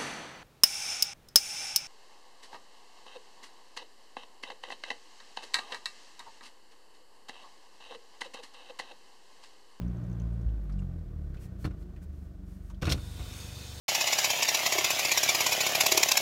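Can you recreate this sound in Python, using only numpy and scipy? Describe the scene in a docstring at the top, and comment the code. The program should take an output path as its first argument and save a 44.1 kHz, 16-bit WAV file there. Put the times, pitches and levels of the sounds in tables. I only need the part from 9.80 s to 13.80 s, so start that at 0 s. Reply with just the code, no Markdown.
"""Inside an off-road vehicle, the engine runs down to idle while loose plastic trim ticks and squeaks
and the cabin booms. Someone shifts in a seat, clothing brushing it, and bumps the door: a hard fitting
rings, then the panels hum briefly. At three seconds an electric window breaks free of its seal with a
clunk; its motor whirrs and the glass hisses down through the rubber."""
import sys
import numpy as np
from scipy import signal
from scipy.fft import rfft, irfft
from scipy.io import wavfile

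SR = 44100
rng = np.random.default_rng(int(sys.argv[2]) if len(sys.argv) > 2 else 0)


def store_pcm(level_fs):
    """Save levels as 16-bit WAV."""
    pcm = np.round(np.clip(level_fs, -1, 1) * 32767).astype(np.int16)
    wavfile.write(sys.argv[1], SR, np.atleast_2d(pcm).T)


N = 176400
T = np.arange(N) / SR

# engine run-down: (time [s], firing rate [Hz], level of each of harmonics 1 to 4 [dB])
ENGINE_RUNDOWN = [(0.0, 59.77, -40.5, -37.5, -37, -55), (0.09, 59.74, -32, -41.5, -39, -50.5),
                  (0.18, 60.06, -55, -37.5, -44.5, -62), (0.47, 57.32, -30, -38.5, -40.5, -54),
                  (0.6, 57.1, -35, -38, -46, -64), (0.68, 54.54, -32, -38, -46.5, -54),
                  (0.75, 52.74, -30.5, -47, -64, -73), (0.87, 49.56, -34.5, -56, -44.5, -60),
                  (0.97, 46.8, -28.5, -36, -41.5, -38.5), (1.11, 43.36, -39.5, -41.5, -43.5, -46.5),
                  (1.22, 40.2, -40, -37, -65, -46), (1.28, 39.76, -34.5, -62, -43.5, -53.5),
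                  (1.36, 37.85, -42, -37, -47, -48.5), (1.49, 34.79, -35.5, -37.5, -55, -47),
                  (1.63, 31.06, -45, -49.5, -45, -49.5), (1.89, 26.25, -63, -39.5, -47, -45.5),
                  (2.1, 25.13, -53, -43, -48.5, -62.5), (2.32, 24.56, -54, -60, -41, -55),
                  (2.54, 23.37, -56, -47, -47.5, -55), (2.95, 23.25, -61, -45, -46, -54),
                  (3.27, 23.95, -60, -44, -42.5, -44), (3.5, 24.4, -60, -49, -45.5, -45.5),
                  (3.7, 24.45, -62, -53, -47, -50), (4.0, 24.37, -54, -73, -45, -51.5)]
# cabin response to the higher harmonics: (frequency [Hz], level [dB])
CABIN_RESPONSE = [(90, -56), (120, -58.5), (150, -60.5), (183, -54), (215, -78.5), (300, -68), (360, -84),
                  (450, -74.5), (700, -83.5)]
# fade of the engine and tyre rumble: (time [s], level [dB])
RUMBLE_FADE = [(0, -40), (.45, -41.5), (.75, -44.5), (1.05, -45), (1.3, -46.5), (1.9, -45.5), (2.3, -48.5),
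               (2.75, -49.5), (3.4, -49), (4, -55.5)]
# colour of the rumble: (frequency [Hz], gain [dB])
RUMBLE_EQ = [(20, 0.5), (42, 20.5), (90, 7.5), (180, 5.5), (225, -2), (330, -9.5), (450, -12.5), (600, -14),
             (850, -40.5), (1400, -31), (2200, -35), (4000, -39.5), (8000, -55), (15000, -72)]
# panels and cabin air rung by the rumble: (frequency [Hz], width [Hz], level against the rumble [dB])
CABIN_MODES = [(188, 5.3, -9), (290.2, 28, -15), (351.6, 21.7, -18), (634, 105, -22.5), (1160, 145, -28.5),
               (1502, 79, -30), (1855, 10, -37)]
# colour of the faint air bed: (frequency [Hz], gain [dB])
AIR_EQ = [(500, -5), (5000, 5), (9000, 0.5), (10400, -4.5), (12000, 2), (16000, -2)]
# ticks of loose trim: (time [s], level [dB], pitch [Hz])
TRIM_TICKS = [(0.014, -59, 2860), (0.397, -64, 2840), (0.53, -72.5, 8500), (.612, -72, 5980),
              (.688, -68, 3160), (.833, -73, 12980), (0.894, -54.5, 1268), (0.922, -65, 5000),
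              (0.989, -66, 6960), (1.019, -59.5, 1280), (1.5417, -56.5, 1470), (1.541, -67, 4180),
              (1.567, -59, 2416), (2.161, -60, 2067), (2.9, -55, 1000), (2.899, -63, 3200),
              (2.897, -62, 6500), (2.943, -65, 3250)]
# squeaks of plastic trim: (time [s], level [dB], pitch [Hz])
TRIM_SQUEAKS = [(0.079, -64.5, 6300), (0.169, -69, 6300), (0.239, -65.5, 6270), (.262, -70, 6200),
                (0.297, -66, 6400), (.314, -69, 6300), (0.328, -61, 6200), (.398, -57.5, 6050),
                (0.417, -62, 6240), (0.99, -57, 2746), (1.19, -66.5, 4500), (1.97, -74, 4600),
                (2.025, -68.5, 4400)]
# deep booms in the cabin: (time [s], level [dB], pitch [Hz])
CABIN_BOOMS = [(0.648, -22, 55.3), (3.049, -27.5, 82.3), (3.103, -24, 61.5), (3.133, -25, 67.8),
               (3.39, -29, 58.03)]
# clothing brushing the seat: (peak time [s], level [dB], half length [s])
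SEAT_BRUSHES = [(1.635, -61.5, 0.03), (1.824, -63.5, 0.028), (1.856, -58.5, 0.011), (2.017, -71.5, 0.022),
                (2.234, -65, 0.013), (2.4, -75, 0.088), (2.728, -70, 0.061), (2.871, -71, 0.047)]
# colour of the cloth: (frequency [Hz], gain [dB])
CLOTH_EQ = [(500, -6), (1400, 15.5), (3500, 9.5), (5800, 10.5), (9500, 10.5), (10500, 7.5), (13000, 8.5),
            (16000, 3)]
# knocks of door, latch and glass: (time [s], thud gain [dB], clack [dB], crack [dB], contact decay [s])
DOOR_KNOCKS = [(1.8432, -41, -43, -55, 0.0095), (1.85, -31, -40.5, -49.5, 0.013),
               (1.876, -35.5, -62, -77, 0.0051), (1.906, -49, -53.5, -66, 0.011),
               (3.014, -54, -50, -53, 0.0086), (3.0195, -43, -38, -40.5, 0.0083),
               (3.026, -30.5, -34, -44.5, 0.0076), (3.041, -44, -44, -45, 0.0061),
               (3.052, -40, -40, -38.5, 0.0087), (3.067, -41, -32.5, -39, 0.0073),
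               (3.0759, -31.5, -30, -49, 0.013), (3.092, -44, -54, -35.5, 0.011),
               (3.098, -39.5, -50, -35, 0.016), (3.112, -30, -39, -32.5, 0.01),
               (3.12, -37.5, -40.5, -24.5, 0.0061), (3.126, -37.5, -41, -40, 0.0063),
               (3.144, -30.5, -47, -59, 0.014), (3.174, -40.5, -48.5, -57, 0.019),
               (3.392, -45, -48, -56, 0.051)]
# thud of the door panel: (frequency [Hz], gain [dB])
PANEL_MODES = [(80, 7), (110, -1), (138, 9.5), (178, 4.5), (255, 0.5), (304, 0), (385, -11.5), (480, -7.5)]
# clack of the window frame and lifter: (frequency [Hz], width [Hz], gain [dB])
FRAME_MODES = [(333.1, 46, 6.5), (557, 85, 3.5), (702, 108, 1.5), (1090, 204, 0.5), (1455, 147, 2.5),
               (1917.4, 280, -4), (2370, 775, -5.5), (2888, 230, -5)]
# crack of the glass in its seal: (frequency [Hz], width [Hz], gain [dB])
SEATED_GLASS_MODES = [(2800, 1400, 1), (3750, 345, 8.5), (4250, 290, 4.5), (5570, 540, 5),
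                      (6770, 1400, -4.5), (8828, 1500, -6.5), (12600, 2700, -14)]
# bumps on a hard door fitting: (time [s], level [dB])
FITTING_BUMPS = [(1.8444, -42.5), (1.853, -48.5)]
# ring of the fitting: (frequency [Hz], gain [dB], time to fall 60 dB [s])
FITTING_RING = [(1040, -16, 0.13), (1363, -2, 0.046), (1780, 0.5, 0.046), (2300, -10.5, 0.062),
                (3505, -11, 0.054), (4294, -0.5, 0.027)]
# spin-up of the window motor: (time [s], speed [turns/s])
MOTOR_SPIN = [(3.02, 105), (3.08, 120), (3.25, 120.7), (3.32, 121.2), (3.42, 120.7), (3.55, 121.3),
              (4, 121.2)]
# tones of the motor: (multiple of the turning rate, level [dB])
MOTOR_HARMONICS = [(1, -54), (2, -63), (3, -69.5), (4, -65), (5, -72), (6, -69.5), (7, -74), (8, -73.5),
                   (12, -72), (30, -62.5)]
# glass rubbing on the seal: (time [s], body level [dB], treble level [dB])
SLIDE_LEVELS = [(3.05, -52, -57), (3.17, -61.5, -59), (3.22, -55.5, -59), (3.35, -55.5, -57),
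                (3.42, -51, -57), (3.5, -49.5, -55.5), (3.59, -48, -52), (3.7, -50.5, -55.5),
                (3.82, -48, -55.5), (3.94, -49, -57), (4, -48, -54)]
# colour of the slide's body: (frequency [Hz], gain [dB])
SLIDE_BODY_EQ = [(200, 20.5), (520, 14.5), (800, 10.5), (1450, 9.5), (2150, 7), (2460, 6.5), (2950, 3.5),
                 (3650, 8.5), (4450, 9.5), (4950, 2.5), (6500, 5), (9000, -5), (15000, 2.5)]
# colour of the slide's treble: (frequency [Hz], gain [dB])
SLIDE_TREBLE_EQ = [(2000, 14.5), (5000, 2), (6800, 9), (7600, 9), (8900, 14), (9500, 10.5), (10000, 11.5),
                   (10600, 6), (12000, 9.5), (16000, -4)]
# pane rung by the rubber: (frequency [Hz], width [Hz], level against the slide's body [dB])
PANE_RING = [(2440, 61.6, -27), (3510, 89, -19), (4420, 150, -18), (5420, 99, -16), (6500, 330, -24),
             (8000, 200, -30), (8800, 100, -26)]
# brief rubs on the seal: (peak time [s], level [dB], half length [s], pitch [Hz], width [Hz])
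SEAL_RUBS = [(3.555, -56, .05, 2440, 200), (3.87, -56.5, 0.069, 3860, 900)]

CONTACT_RISE_S, PANEL_T60_S = 0.0013, 0.12
MOTOR_ON_S, MOTOR_RISE_S = 3.02, 0.083


def from_db(db):
    """Decibels to gain."""
    return 10 ** (np.asarray(db) / 20)


def rms_one(x):
    """Scale to unit power."""
    return x / np.sqrt(np.mean(x ** 2) + 1e-20)


def in_time(rows):
    """Each column of an automation curve, at every sample."""
    times, *columns = np.transpose(rows)
    return [np.interp(T, times, column) for column in columns]


def at_hz(eq, hz):
    """Read an EQ curve in dB on a log-frequency axis."""
    freqs, db = np.transpose(eq)
    return np.interp(np.log(np.maximum(hz, 1)), np.log(freqs), db)


def drift(rate_hz, size=4410):
    """Smooth random wander of spread 1."""
    freqs = np.arange(size // 2 + 1) * SR / N
    spectrum = rfft(rng.standard_normal(size)) / (1 + (freqs / rate_hz) ** 2)
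    return np.interp(np.arange(N) * size / N, np.arange(size), rms_one(irfft(spectrum, size)))


def noise(eq):
    """Noise of the given colour, rms 1."""
    freqs = np.arange(N // 2 + 1) * SR / N
    return rms_one(irfft(rfft(rng.standard_normal(N)) * from_db(at_hz(eq, freqs)), N))


def burst(start, rise_s, decay_s):
    """Fast attack and exponential tail, peak 1."""
    age = np.maximum(T - start, 0)
    shape = (1 - np.exp(-(age / rise_s) ** 2)) * np.exp(-np.minimum(age / decay_s, 60))
    return shape / shape.max()


def swell(peak_s, db, half_s):
    """A rounded rise and fall."""
    return from_db(db) / (1 + ((T - peak_s) / half_s) ** 4)


def rattle(force, modes):
    """A rough contact drives parallel resonances; force 1 gives rms 1."""
    drive = force * rng.standard_normal(N) + 1e-18
    out, power = 0, 0
    for k, (hz, width, db) in enumerate(modes):
        radius, gain = np.exp(-np.pi * width / SR), from_db(db)
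        feed = (1 - radius ** 2) / 2
        poles = [1, -2 * radius * np.cos(2 * np.pi * hz / SR), radius ** 2]
        out += (-1) ** k * gain * signal.lfilter([feed, 0, -feed], poles, drive)
        power += feed * gain ** 2
    return out / np.sqrt(power)


def band(force, hz, width_hz):
    """Noise ringing through a single resonance."""
    return rattle(force, [(hz, width_hz, 0)])


def engine():
    """Firing harmonics slide down through the cabin's resonances, over a rumble that throbs with them."""
    firing_hz, *low_db = in_time(ENGINE_RUNDOWN)
    rumble_db, = in_time(RUMBLE_FADE)
    phase = 2 * np.pi * np.cumsum(firing_hz) / SR
    load_db = rumble_db - rumble_db.mean()
    tone = 0
    for k in range(1, 19):
        if k <= len(low_db):
            db = low_db[k - 1]
        else:  # upper harmonics ride the rumble's level and waver by 3 dB
            db = at_hz(CABIN_RESPONSE, k * firing_hz) + load_db + 3 * drift(10.4)
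        tone += np.sqrt(2) * from_db(db) * np.cos(k * (phase + rng.normal(0, 0.2)))
    rumble = noise(RUMBLE_EQ) + sum(band(from_db(db), hz, width) for hz, width, db in CABIN_MODES)
    throb = 1 + 0.19 * np.cos(phase)
    return tone + from_db(rumble_db) * rumble * throb


def air():
    """A faint, steady bed of hiss."""
    return from_db(-77.5) * noise(AIR_EQ)


def trim():
    """Loose plastic ticks with a broad resonance and squeaks with a narrow one."""
    ticks = sum(band(from_db(db) * burst(start, rise_s=0.0012, decay_s=0.012), hz, 0.26 * hz)
                for start, db, hz in TRIM_TICKS)
    squeaks = sum(band(from_db(db) * burst(start, CONTACT_RISE_S, decay_s=0.003), hz, 0.07 * hz)
                  for start, db, hz in TRIM_SQUEAKS)
    return ticks + squeaks


def booms():
    """Deep booms in the cabin, a few cycles each, including the low thud of the window's clunk."""
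    return sum(from_db(db) * burst(start, rise_s=0.01, decay_s=0.028)
               * np.sin(2 * np.pi * hz * (T - start)) for start, db, hz in CABIN_BOOMS)


def clothing():
    """Cloth brushes the seat in soft, bright swishes."""
    return noise(CLOTH_EQ) * sum(swell(*brush) for brush in SEAT_BRUSHES)


def door():
    """Each knock thumps the panel, rattles the frame and cracks against the glass."""
    thuds, clack, crack = 0, 0, 0
    for start, thud_db, clack_db, crack_db, decay_s in DOOR_KNOCKS:
        contact = burst(start, CONTACT_RISE_S, decay_s)
        clack += from_db(clack_db) * contact
        crack += from_db(crack_db) * contact
        age = np.maximum(T - start, 0)
        panel = sum(from_db(db + rng.normal(0, 2)) * np.sin(2 * np.pi * hz * age)
                    for hz, db in PANEL_MODES)
        thuds += from_db(thud_db - 60 * age / PANEL_T60_S) * panel / 2
    return thuds + rattle(clack, FRAME_MODES) + rattle(crack, SEATED_GLASS_MODES)


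def fitting():
    """A hard fitting on the door rings as it is bumped, each mode with a strength of its own."""
    ring = 0
    for start, db in FITTING_BUMPS:
        age = np.maximum(T - start, 0)
        for hz, mode_db, t60 in FITTING_RING:
            strike_db = db + mode_db + rng.normal(0, 2.06)
            ring += from_db(strike_db - 60 * age / t60) * np.sin(2 * np.pi * hz * age)
    return ring


def panel_hum(hz=356):
    """The panels hum softly for a moment as the engine settles."""
    return swell(peak_s=2.03, db=-56, half_s=0.095) * np.sin(2 * np.pi * hz * T)


def window_motor(shaft_phase, waver_db=2.5):
    """The motor hums and whines on multiples of its turning rate."""
    return sum(np.sqrt(2) * from_db(db + waver_db * drift(6.16))
               * np.sin(k * shaft_phase + 2 * np.pi * rng.random()) for k, db in MOTOR_HARMONICS)


def seal_scratches(count=30, low_hz=2400, high_hz=9200, wander_db=6):
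    """The rubber sticks and slips: narrow resonances come and go across the treble; rms 1."""
    pitches = low_hz + (high_hz - low_hz) * (np.arange(count) + rng.random(count)) / count
    scratches = 0
    for hz in pitches:
        db = at_hz(SLIDE_BODY_EQ, hz) + wander_db * np.tanh(drift(7))
        scratches += band(from_db(db), hz, width_hz=80)
    return rms_one(scratches)


def sliding_glass(shaft_phase):
    """The pane hisses and rings against the rubber, rippled by the drive twice a turn."""
    body_db, treble_db = in_time(SLIDE_LEVELS)
    body = rms_one(noise(SLIDE_BODY_EQ) + from_db(2) * seal_scratches())
    hiss = from_db(body_db) * body + from_db(treble_db) * noise(SLIDE_TREBLE_EQ)
    pane = sum(band(from_db(body_db + db + 2.5 * drift(21)), hz, width) for hz, width, db in PANE_RING)
    rubs = sum(band(swell(peak, db, half), hz, width) for peak, db, half, hz, width in SEAL_RUBS)
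    grain = from_db(0.44 * drift(250))
    ripple = 1 + 0.054 * np.cos(2 * shaft_phase)
    return (hiss + pane + rubs) * grain * ripple


def window():
    """The motor spins up with a slight wobble and draws the glass down."""
    speed, = in_time(MOTOR_SPIN)
    wobble = 1 + 0.00303 * drift(58)
    shaft_phase = 2 * np.pi * np.cumsum(speed * wobble) / SR
    fade_in = np.clip((T - MOTOR_ON_S) / MOTOR_RISE_S, 0, 1)
    return fade_in * (window_motor(shaft_phase) + sliding_glass(shaft_phase))


def scene():
    """The mono mix, as heard from the front seat."""
    mix = engine() + panel_hum() + booms() + door() + fitting() + trim() + clothing() + window() + air()
    return mix[None]


def record(dry, low_cut_hz=40, high_cut_hz=15750):
    """The microphone loses the deepest bass; the top is cut steeply."""
    thinned = signal.sosfilt(signal.butter(2, low_cut_hz, "high", fs=SR, output="sos"), dry)
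    return signal.sosfiltfilt(signal.ellip(10, .05, 60, high_cut_hz, fs=SR, output="sos"), thinned)


dry = scene()
out = record(dry)
store_pcm(out)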